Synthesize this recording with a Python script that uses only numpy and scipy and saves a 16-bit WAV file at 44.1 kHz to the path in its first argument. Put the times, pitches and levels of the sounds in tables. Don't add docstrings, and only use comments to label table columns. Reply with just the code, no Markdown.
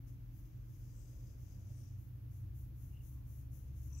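import sys
import numpy as np
from scipy.fft import rfft, irfft
from scipy.io import wavfile

SR = 44100
rng = np.random.default_rng(int(sys.argv[2]) if len(sys.argv) > 2 else 0)


def to_wav(sig):
    pcm = np.clip(np.atleast_2d(sig), -1, 1) * 32767
    pcm = np.round(pcm).astype(np.int16)
    wavfile.write(sys.argv[1], SR, pcm.T)


N = 176400
TIME = np.arange(N) / SR
FREQS = np.maximum(np.arange(N // 2 + 1) * SR / N, 1)


def strokes(gain_db=5, pivot_hz=12100):
    # start t/s, rise t/s, fall t/s, relative level/dB, tilt/(dB per octave)
    touches = [(.055, 0.034, 0.13, -76.5, -5.5), (.28, 0.14, 0.18, -75, 6), (.6, 0.17, 0.61, -77.5, 1),
               (.95, .25, .3, -84, 1), (1.36, 0.066, 0.36, -79, 2), (1.62, 0.088, .5, -80.5, -7),
               (1.97, .035, 0.61, -78, 4), (2.29, 0.07, 0.25, -75, -1.5), (2.525, 0.065, 0.23, -70.3, 4),
               (2.73, 0.1, 0.46, -72.5, 0.5), (3.005, 0.073, .26, -69.5, 0.5),
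               (3.23, 0.13, 0.2, -69.5, 0.5), (3.495, 0.074, 0.16, -68, 0.5),
               (3.61, 0.097, 0.19, -85.5, -10), (3.72, .15, .28, -71.5, -2)]
    # f/Hz, relative level/dB
    fur_spectrum = [(3000, -20.5), (4600, -22.5), (5600, -6.5), (6600, -1), (7300, -8), (8600, -13),
                    (10000, -4), (11300, -0.5), (13500, -1), (15700, -0.5)]
    rustle = rfft([hairs(), hairs()]) * from_db(over_hz(fur_spectrum))
    octaves = np.log2(FREQS / pivot_hz).clip(-2, 1)
    stroking = sum(from_db(db) * swell(start, rise, fall) * irfft(rustle * from_db(tilt * octaves), N)
                   for start, rise, fall, db, tilt in touches)
    pressure = from_db(gain_db + drift(hz=15))
    return pan(db=18) * pressure * stroking / irfft(rustle, N).std()


def slide():
    # t/s, level/dB
    envelope = [(0, -100), (.3, -86.5), (.42, -80), (.62, -86), (.8, -76.5), (1.05, -72.5), (1.17, -73.5),
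                (1.3, -72.5), (1.37, -79.5), (1.49, -73), (1.6, -76), (1.84, -74), (1.94, -81.5),
                (2.06, -100), (4, -110)]
    # f/Hz, relative level/dB
    spectrum = [(3500, -16), (4450, -22), (4850, -5), (5200, -7), (5700, -4.5), (6300, 0), (7000, -5.5),
                (7800, -11.5), (8300, -18.5), (11000, -13)]
    level_db, = in_time(envelope)
    gain = from_db(level_db + 1.1 * drift(hz=30))
    return pan(db=19.5) * gain * colour(hairs(), from_db(over_hz(spectrum)))


def swishes():
    bands = [(.88, 0.14, .27, 7814, 1300, -76.5, 22), (1.68, .11, .2, 9100, 2000, -78, 24),
             (1.69, 0.15, .24, 5680, 450, -78, 25), (2.885, 0.11, 0.096, 2790, 200, -77.5, 8),
             (3.895, 0.057, .5, 6000, 423, -65.5, 31), (3.91, 0.12, .2, 7340, 1810, -67, 28),
             (3.88, 0.13, .2, 2560, 454, -82, 9)]
    return sum(pan(pan_db) * from_db(db + 2.5 * drift(hz=60))
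               * swell(start, rise, fall) * resonance(hz, width_hz)
               for start, rise, fall, hz, width_hz, db, pan_db in bands)


def rubs():
    bands = [(.75, 0.47, 0.7, 470, 262, -78), (1.4, 0.28, 0.46, 597, 210, -81.5),
             (3.1, 0.11, .2, 1075, 240, -87), (3.3, 0.34, 0.69, 480, 283, -83.5),
             (3.87, 0.087, .3, 1070, 302, -82)]
    return sum(from_db(db + 1.3 * drift(hz=44)) * swell(start, rise, fall) * resonance(hz, width_hz)
               for start, rise, fall, hz, width_hz, db in bands)


def hairs(slips_per_s=12000, spread_db=2.5):
    slips = rng.random(N) < slips_per_s / SR
    signs = rng.choice([-1, 1], N)
    return slips * signs * from_db(spread_db * np.minimum(rng.exponential(1, N), 4))


def resonance(hz, width_hz):
    return colour(hairs(), 1 / (1 + ((FREQS - hz) / (width_hz / 2)) ** 2))


def swell(start, rise, fall):
    press = np.sin(np.pi / 2 * np.clip((TIME - start) / rise, 0, 1)) ** 1.3
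    release = np.clip(1 - (TIME - start - rise) / fall, 0, 1) ** 2.25
    return press * release


def engine():
    # t/s, firing rate f/Hz, base level/dB
    run = [(0, 59.85, -58), (.6, 61.6, -63.5), (1.3, 63.02, -60.5), (1.9, 62.36, -63.5), (2.6, 64.34, -55),
           (3.1, 66.2, -56), (3.6, 68.2, -54), (3.87, 69.15, -48.5), (4, 69.96, -45)]
    orders = [(1, 2, 0.97), (1.5, -7.5, 0.51), (2, -3, 0.32)]
    firing_hz, level_db = in_time(run)
    cycles = np.cumsum(firing_hz) / SR
    mean_db = level_db.mean()
    swing_db = level_db - mean_db
    return sum(from_db(mean_db + db + share * swing_db + 2 * drift(hz=11)) * sine(order * cycles)
               for order, db, share in orders)


def hum(drone_hz=94.72, octave_db=-21.5):
    # f/Hz, level/dB, waver/dB
    tones = [(119.75, -55, 1), (160.5, -75, -1.5), (272.4, -82, 6)]
    # t/s, level/dB
    envelope = [(0, -61.5), (1.0, -61), (1.4, -54), (2.0, -54), (2.15, -61.5), (2.44, -46), (2.75, -58),
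                (3.05, -61), (4, -64)]
    drone_db, = in_time(envelope)
    steady = sum(from_db(db + waver_db * drift(hz=1.5)) * sine(hz * TIME) for hz, db, waver_db in tones)
    drone = sine(drone_hz * TIME) + from_db(octave_db) * sine(2 * drone_hz * TIME)
    return steady + from_db(drone_db) * drone


def throb():
    # t/s, level/dB
    envelope = [(0, -60.5), (.9, -59), (1.5, -61), (2.15, -68), (2.6, -62), (3.3, -61.5), (4, -61)]
    pair = [42.73, 48.1]
    level_db, = in_time(envelope)
    return pan(db=1.5) * sum(from_db(level_db + 1.2 * drift(hz=3.3)) * sine(hz * TIME) for hz in pair)


def room_rumble(level_db=-55.5):
    # f/Hz, relative level/dB
    spectrum = [(20, -24.5), (32, -9.5), (42, -4), (62, -2.5), (78, -5), (100, 3.5), (130, 0), (148, -6.5),
                (175, -15), (192, -10), (220, -20.5), (265, -15), (310, -14), (390, -28), (470, -28),
                (600, -34.5), (1000, -42), (3000, -66.5)]
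    # f/Hz, left minus right/dB
    balance = [(40, 2), (100, -2.3), (280, -2.5), (700, -1.5)]
    # f/Hz, coherence
    likeness = [(30, 0.87), (130, 0.82), (200, 0.71), (300, 0.51), (500, 0.37), (1000, .2), (3000, 0.057)]
    coherence = over_hz(likeness)
    mid = rfft(white()) * np.sqrt(1 + coherence)
    side = rfft(white()) * np.sqrt(1 - coherence)
    lean = from_db(over_hz(balance) / 2)
    channels = np.array([(mid + side) * lean, (mid - side) / lean])
    return from_db(level_db) * rms_one(irfft(from_db(over_hz(spectrum)) * channels, N))


def microphone_hiss(level_db=-73):
    # f/Hz, relative level/dB
    spectrum = [(300, -1), (1300, 1), (1800, -1.5), (2700, -2.5), (3800, -7.5), (6000, -8.5), (7500, -13.5),
                (9300, -18.5), (10600, -7), (12300, -1), (15700, -1.5)]
    hiss = colour(np.array([white(), white()]), from_db(over_hz(spectrum)))
    return from_db(level_db) * pan(db=0.6) * hiss


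def from_db(db):
    return 10 ** (np.asarray(db) / 20)


def rms_one(x):
    return x / np.sqrt(np.mean(x ** 2) + 1e-20)


def in_time(rows):
    times, *columns = np.transpose(rows)
    return [np.interp(TIME, times, column) for column in columns]


def over_hz(points):
    hz, values = np.transpose(points)
    return np.interp(np.log(FREQS), np.log(hz), values)


def colour(x, gain):
    return rms_one(irfft(rfft(x) * gain, N))


def white():
    return rng.standard_normal(N)


def drift(hz):
    return colour(white(), 1 / (1 + (FREQS / hz) ** 4))


def sine(cycles):
    return np.sqrt(2) * np.sin(2 * np.pi * (cycles + rng.random()))


def pan(db):
    return rms_one(from_db(np.array([[db], [-db]]) / 2))


def scene():
    hand = strokes() + slide() + swishes() + rubs()
    return hand + pan(db=1.6) * engine() + hum() + throb() + room_rumble() + microphone_hiss()


def record(dry, cutoff_hz=15740, fade_s=.004):
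    to_edge_s = np.minimum(TIME, TIME[::-1])
    fade = np.sin(np.pi / 2 * np.clip(to_edge_s / fade_s, 0, 1)) ** 2
    return irfft(rfft(dry * fade) / np.sqrt(1 + (FREQS / cutoff_hz) ** 900), N)


dry = scene()
out = record(dry)
to_wav(out)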